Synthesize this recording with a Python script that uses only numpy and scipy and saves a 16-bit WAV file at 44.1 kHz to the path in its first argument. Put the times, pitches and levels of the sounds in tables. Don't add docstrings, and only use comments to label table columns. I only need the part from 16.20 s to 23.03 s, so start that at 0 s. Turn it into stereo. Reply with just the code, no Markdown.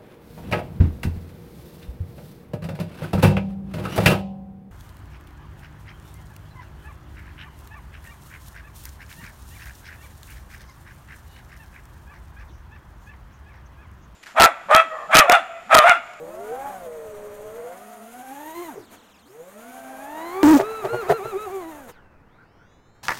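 import sys
import numpy as np
from scipy.fft import rfft, irfft, next_fast_len
from scipy.io import wavfile
from scipy.ndimage import uniform_filter1d, map_coordinates

SR = 44100
rng = np.random.default_rng(int(sys.argv[2]) if len(sys.argv) > 2 else 0)


def pcm_store(signal):
    levels = np.round(np.clip(np.atleast_2d(signal), -1, 1) * 32767)
    wavfile.write(sys.argv[1], SR, levels.astype(np.int16).T)


N = 301203
T = np.arange(N) / SR
BREAK_S, CUT_S = 4.231, 5.7


MOTOR_MIX = {"near": (-0.5, -5.5, -0.5, -13.5), "opposite": (-2.5, 3, -9.5, -19),
             "third": (-6, 2, -11.5, -11.5), "doomed": (-8, 0.5, -11, -10.5)}
# f/Hz, level/dB
NEAR_ARM = [(250, -72.5), (350, -58), (420, -47.5), (490, -41.5), (560, -51.5), (650, -57), (780, -49.5),
            (950, -43.5), (1150, -41), (1400, -34.5)]
# f/Hz, level/dB
FAR_ARMS = [(250, -66.5), (400, -54), (480, -41.5), (560, -53), (650, -49), (720, -49), (840, -43),
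            (1050, -48.5)]

def motors(near_jitter=0.00612, far_jitter=.011, tumble_jitter=.02,
           sideslip_db=19, wake_db=3, tumble_db=-3.5):
    speeds = shaft_speeds()
    powered = until(CUT_S, 0.083)
    running = {"near": powered, "opposite": powered,
               "third": until(BREAK_S, .19), "doomed": until(BREAK_S, .005)}
    hiss_db = tip_hiss_level(speeds, running)
    tumble = np.clip((T - BREAK_S) / (CUT_S - BREAK_S), 0, 1) ** 2
    wake = sum(bump(s, 2 * width) for s, width, _, _ in WAKE_PUFFS)
    sideslip = curves(TURNING)[0] + curves(BANKING)[0]
    load_db = sideslip_db * sideslip + wake_db * wake + tumble_db * tumble
    sound, shafts = 0, []
    for name, (tone_db, overtone_db, edge_db, whine_db) in MOTOR_MIX.items():
        hz, near = speeds[name], name == "near"
        blade_db = along(NEAR_ARM if near else FAR_ARMS, 3 * hz) + tone_db + load_db
        jitter = (near_jitter if near else far_jitter) + tumble_jitter * tumble
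        voice, shaft = rotor(hz, blade_db, overtone_db, edge_db + load_db, whine_db + hiss_db, jitter)
        hum = amp(tumble_db * tumble / 2) * imbalance(hz, shaft) if near else 0
        sound = sound + running[name] * (voice + hum)
        shafts.append(shaft)
    return sound, shafts, hiss_db


# t/s, shaft f/Hz
FLIGHT_THROTTLE = [(0, 186.6), (.3, 254.2), (.48, 290), (.68, 214.9), (1.2, 207.6), (1.6, 252.3),
                   (1.82, 232.8), (2.1, 270), (2.43, 357.7), (2.49, 320), (2.56, 171.4), (2.66, 104),
                   (3.03, 87.94), (3.13, 139.4), (3.49, 254), (3.79, 268.1), (4.08, 342), (4.22, 395.6)]
# t/s, shaft f/Hz
FALL_THROTTLE = [(4.5, 448.1), (4.6, 442.1), (4.761, 475), (5.24, 442), (5.37, 384.3), (5.68, 245.5),
                 (5.735, 85.3)]
# t/s, share of speed taken off a motor with a full part in it
TURNING = [(0, 0.5), (.28, .41), (.48, 0.29), (.65, 0.23), (.95, 0.33), (1.48, .31), (1.66, 0.14), (2, 0)]
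# t/s, share of speed taken off likewise
BANKING = [(3.3, 0.015), (3.5, 0.084), (3.75, 0.2), (4.02, .33), (4.22, 0.32), (4.4, 0.0027)]
STEERING_PARTS = {"near": (0, 1, 0), "opposite": (0, 0, 1), "third": (-.025, .25, .7),
                  "doomed": (.02, .05, .25)}
# t/s, near motor's dip/share, opposite surge's lead/s, surge width/s
SEE_SAW = [(4.416, 0.075, 0.013, .02), (4.652, 0.16, 0.076, .07), (4.852, 0.26, .02, .025),
           (5.01, .18, 0.0083, .025), (5.149, .17, 0.012, .022), (5.294, 0.14, 0.032, .025),
           (5.45, 0.056, 0.0018, .12)]

def shaft_speeds(dip_s=0.022, low_hz=161.3, surge_hz=101.5):
    throttle, = curves(FLIGHT_THROTTLE + FALL_THROTTLE)
    turn, bank = curves(TURNING)[0], curves(BANKING)[0]
    hz = {name: throttle * (1 + trim - in_turn * turn - in_bank * bank)
          for name, (trim, in_turn, in_bank) in STEERING_PARTS.items()}
    dips = sum(depth * bump(s, dip_s) for s, depth, _, _ in SEE_SAW)
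    surges = sum(bump(s - lead, width) for s, _, lead, width in SEE_SAW)
    hunting = np.minimum(low_hz + surge_hz * np.minimum(surges, 1), throttle)
    intact = until(BREAK_S, .15)
    hz["near"] = hz["near"] * (1 - dips)
    hz["opposite"] = intact * hz["opposite"] + (1 - intact) * hunting
    return hz


# t/s, strength
IDLE_JERKS = [(2.5, 0.013), (2.6, .2), (3.02, 0.22), (3.14, 0.0028), (5.68, 0.0021), (5.72, 0.16)]
# shaft order, level/dB
UNEQUAL_BLADES = [(1,-20),(2,-22.5),(4,-19),(5,-19.5),(7,-32.5),(8,-34.5)]
# shaft order, level/dB
EDGE_ORDERS = [(6,-2),(9,-12),(12,-18.5)]
# f/Hz, level/dB
EDGE_PATH = [(800, -62.5), (1550, -48), (2100, -50), (2700, -49.5), (3300, -55), (4100, -40.5),
             (5400, -65.5)]
# shaft order, level/dB
MAGNET_ORDERS = [(21,-13),(24,-39),(42,-2)]
# shaft order, level/dB
BRAKE_ORDERS = [(42,-6.5),(84,-11.5)]

def rotor(hz, blade_db, overtone_db, edge_db, whine_db, jitter, flutter_db=1.5, braking_db=-49):
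    jerks, = curves(IDLE_JERKS)
    speed = uniform_filter1d(hz, size=700) * (1 + jitter * wobble(28) + 0.00423 * wobble(170))
    kick = kicks(rate=15)
    shaft = angle(speed * np.exp(jerks * (3.2 * kick + .7)))
    blades = partials(shaft, [(3, 0)])
    overtones = amp(overtone_db + 3.1 * wobble(25)) * partials(shaft, UNEQUAL_BLADES)
    load = amp(blade_db + flutter_db * wobble(40)) * (1 + 0.13 * wobble(350))
    tip_speed = hz / 400
    ragged = shaft + 0.031 * wobble(450)
    edge_orders = [(k, db + along(EDGE_PATH, k * hz)) for k, db in EDGE_ORDERS]
    edge = tip_speed * amp(edge_db + 1.9 * wobble(70)) * partials(ragged, edge_orders)
    whine_gain = np.sqrt(tip_speed) * amp(whine_db + 2.0 * wobble(30))
    whine = whine_gain * partials(shaft + 0.019 * wobble(450), MAGNET_ORDERS)
    braking_gain = jerks * amp(braking_db + 2.3 * kick + 3.6 * wobble(40))
    braking = braking_gain * partials(shaft + .005 * wobble(600), BRAKE_ORDERS)
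    return load * (blades + overtones) + edge + whine + braking, shaft


def kicks(rate):
    count = np.cumsum(rate * np.exp(.6 * wobble(12))) / SR + rng.random()
    return uniform_filter1d(-(count % 1), size=400)


# shaft f/Hz, once-a-turn level/dB, twice-a-turn level/dB
ARM_HUM = [(120, -69.5, -83), (205, -52.5, -55), (267.9, -48, -55), (334, -37.5, -44.5),
           (381.7, -29.5, -38.5), (402, -29, -48), (426, -39.5, -59), (475, -29.5, -69)]

def imbalance(hz, shaft):
    speeds, once_db, twice_db = np.transpose(ARM_HUM)
    once = amp(np.interp(hz, speeds, once_db) + 3.2 * wobble(25)) * np.sin(shaft)
    twice = amp(np.interp(hz, speeds, twice_db) + 2.3 * wobble(25)) * np.sin(2 * shaft)
    return np.sqrt(2) * (once + twice)


# t/s, shaft f/Hz
BROKEN_SPEED = [(4.23, 331), (4.245, 282.7), (4.32, 326), (4.345, 289), (4.366, 281), (4.43, 130.5)]

def broken_propeller(shake_db=-0.5, crack_db=-3, chatter_db=-19, tick_db=-28, twice_db=-15,
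                     stall_s=4.364, swing_db_per_s=1300, rattle_db_per_s=420):
    hz, = curves(BROKEN_SPEED)
    shaft = angle(hz * (1 + 0.016 * wobble(120)))
    swing = np.sin(shaft) + amp(twice_db) * np.sin(2 * shaft)
    chatter = amp(chatter_db) * unit(frame(rng.standard_normal(N)))
    contact = (0.26 + np.cos(shaft / 2) ** 10) * amp(1.2 * wobble(300))
    tick_noise = noise([(1000, -11.5), (3500, -14.5), (7200, 0), (10500, -14), (16000, -4.5)])
    ticks = amp(tick_db) * unit(contact * tick_noise)
    age, stalled_s = T - BREAK_S, np.maximum(T - stall_s, 0)
    crack = amp(crack_db - 60 * abs(age) / 0.011) * noise(WASH_COLOUR)
    swing_gain = amp(shake_db - swing_db_per_s * stalled_s)
    rattle_gain = amp(shake_db - rattle_db_per_s * stalled_s)
    return (age > 0) * (swing_gain * swing + rattle_gain * (chatter + ticks) + crack)


# t/s, nominal width/s, rattle level/dB, judder f/Hz, thud level/dB
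RESTART_FITS = [(4.405,0.012,-15.5,131,-36),(4.653,0.0097,-21,128,-35.5),(4.743,0.012,-22,125,-31),(4.904,0.014,-10.5,145,-35),(4.916,0.0088,-16,140,-27),(5.058,0.0083,-30,120,-37)]

def restarts(uneven=0.75, scrape=0.88):
    sound = np.zeros(N)
    for s, width, rattle_db, judder_hz, thud_db in RESTART_FITS:
        swell = bump(s, width * np.where(T < s, 0.68, 1.12))
        judder = angle(judder_hz * (1 + 0.046 * wobble(90)))
        knocks = np.cos(judder) ** 81
        rattle = frame(swell * knocks * (1 + uneven * wobble(260) + scrape * rng.standard_normal(N)))
        rattle *= np.linalg.norm(swell) / np.linalg.norm(rattle)
        thud = np.sqrt(swell) * np.cos(judder)
        sound += amp(rattle_db) * rattle + amp(thud_db) * thud
    return sound


# f/Hz, bandwidth/Hz, level/dB
FRAME_MODES = [(372,50,19),(680,322,17),(913,87,4.5),(1406,700,-15),(2095,940,-47)]

def frame(x):
    def response(f):
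        return sum((-1) ** k * amp(db) * 1j * f * width / (hz * hz - f * f + 1j * f * width)
                   for k, (hz, width, db) in enumerate(FRAME_MODES))
    return filtered(x, response)


# t/s, shaft f/Hz
WINDMILL_SPEED = [(5.73, 125), (5.77, 79.3), (5.83, 65.3), (6.03, 58), (6.2, 98.4), (6.5, 150.9),
                  (6.83, 173)]
# share of speed gained, level/dB
WIND_UPTAKE = [(-.23, -5), (-.07, -4), (0, -4.5), (.07, -2.5)]
# shaft order, level/dB
COAST_ORDERS = [(18,-15),(24,-3.5),(42,-6.5),(48,-25)]
# t/s, level/dB
ARM_WHISTLES = [(5.78,-56.5),(5.94,-75),(6.21,-53),(6.43,-57.5)]

def windmilling(whine_db=-73.5, db_per_octave=1, coast_db=11.5, settle_s=0.15):
    hz = uniform_filter1d(curves(WINDMILL_SPEED)[0], size=3000)
    grip = np.clip(hz / 100, 0, 1) ** 3
    whine = 0
    for gained, db in WIND_UPTAKE:
        speed = hz * (1 + grip * (gained + .012 * wobble(2.5)) + .003 * wobble(12))
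        whine += amp(db + 2.6 * wobble(21)) * partials(angle(speed), COAST_ORDERS)
    swings = sum(amp(db) * bump(s, .026) for s, db in ARM_WHISTLES)
    whistle = swings * noise([(1100, -55), (1380, 14), (1580, 12), (1950, -44)])
    after_cut_db = coast_db * np.exp(-np.maximum(T - CUT_S, 0) / settle_s)
    gain = amp(whine_db + db_per_octave * np.log2(hz / 100) + after_cut_db)
    return gain * whine * (1 - until(CUT_S, 0.02)) + whistle


# t/s, level/dB
WASH_LEVEL = [(0, -53), (1.42, -50), (1.87, -56.5), (2.4, -52), (2.95, -57.5), (3.44, -53), (4.17, -42),
              (4.87, -40), (5.67, -51.5), (5.8, -58.5), (6.83, -61)]
# f/Hz, level/dB
WASH_COLOUR = [(60,-45),(200,-2.5),(450,2),(850,3),(1400,0),(2200,-7),(3200,-22),(5000,-23.5),(9000,-33.5)]
# f/Hz, level/dB
HISS_COLOUR = [(1760, 4), (3000, 1.5), (3220, 1.5), (5180, -9.5), (6710, 3.5), (8050, -3), (8880, 2),
               (10500, -2.5), (11400, -6), (13000, 4), (15100, -7.5), (16000, -2.5)]
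# t/s, width/s, wash level/dB, hiss level/dB
WAKE_PUFFS = [(0.406, 0.13, -48.5, -70), (2.555, 0.049, -53.5, -61), (2.735, 0.017, -45.5, -49.5),
              (4.91, .012, -35.5, -35.5), (5.695, 0.012, -45, -46.5)]
# t/s, level/dB
BUFFET_LEVEL = [(0, -57), (1.29, -50.5), (1.7, -81), (2.3, -93), (2.55, -60), (3.4, -77), (4.3, -51),
                (5, -51.5), (6.83, -55)]
# f/Hz, level/dB
BUFFET_COLOUR = [(15,3),(35,-3.5),(100,-1.5),(200,-7.5),(500,-15),(2000,-84)]

def airflow(hiss_db, shafts, chop=0.088):
    pulsing = unit(1 + chop * sum(np.sin(3 * shaft) for shaft in shafts))
    wash_puffs = sum(amp(db) * bump(s, width) for s, width, db, _ in WAKE_PUFFS)
    hiss_puffs = sum(amp(db) * bump(s, width) for s, width, _, db in WAKE_PUFFS)
    wash_gain = np.hypot(amp(curves(WASH_LEVEL)[0]), wash_puffs)
    wash = wash_gain * amp(1.3 * wobble(30)) * noise(WASH_COLOUR)
    hiss = np.hypot(amp(hiss_db), hiss_puffs) * amp(1.43 * wobble(45)) * noise(HISS_COLOUR)
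    buffet = amp(curves(BUFFET_LEVEL)[0] - 2.0 + 0.9 * wobble(39)) * noise(BUFFET_COLOUR)
    return (wash + hiss) * pulsing + buffet


def tip_hiss_level(speeds, running, db=-50, at_hz=261, db_per_octave=9.5, air_db=-86):
    power = sum((running[name] * amp(db + db_per_octave * np.log2(hz / at_hz))) ** 2
                for name, hz in speeds.items())
    return 10 * np.log10(power / len(speeds) + amp(air_db) ** 2)


def amp(db):
    return 10 ** (np.asarray(db) / 20)


def unit(x):
    return x / np.sqrt(np.mean(x ** 2) + 1e-20)


def curves(rows):
    s, *columns = np.transpose(rows)
    return [np.interp(T, s, column) for column in columns]


def along(points, hz):
    f, db = np.transpose(points)
    return np.interp(np.log(hz + 1), np.log(f), db)


def bump(s, width):
    return np.exp(-.5 * ((T - s) / width) ** 2)


def until(s, fade):
    return np.clip(1 - (T - s) / fade, 0, 1)


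def wobble(rate):
    grid = np.linspace(0, T[-1], int(T[-1] * rate * 10) + 2)
    knots = rng.standard_normal(int(N * rate / SR) + 4)
    return np.interp(T, grid, map_coordinates(knots, [grid * rate]))


def filtered(x, response):
    size = next_fast_len(N + SR // 4)
    return irfft(rfft(x, size) * response(np.fft.rfftfreq(size, 1 / SR)), size)[:N]


def noise(spectrum):
    return unit(filtered(rng.standard_normal(N), lambda hz: amp(along(spectrum, hz))))


def angle(hz):
    return 2 * np.pi * (np.cumsum(hz) / SR + rng.random())


def partials(shaft, orders):
    return np.sqrt(2) * sum(amp(db) * np.sin(round(k) * shaft + rng.uniform(0, 2 * np.pi))
                            for k, db in orders)


def scene():
    drive, shafts, hiss_db = motors()
    mono = drive + airflow(hiss_db, shafts) + broken_propeller() + restarts() + windmilling()
    return np.array([2 * mono, np.zeros(N)])


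def record(dry, ceiling=0.78, hardness=5, top_hz=15850):
    clipped = dry / (1 + abs(dry / ceiling) ** hardness) ** (1 / hardness)
    return np.array([filtered(side, lambda hz: hz < top_hz) for side in clipped])


dry = scene()
out = record(dry)
pcm_store(out)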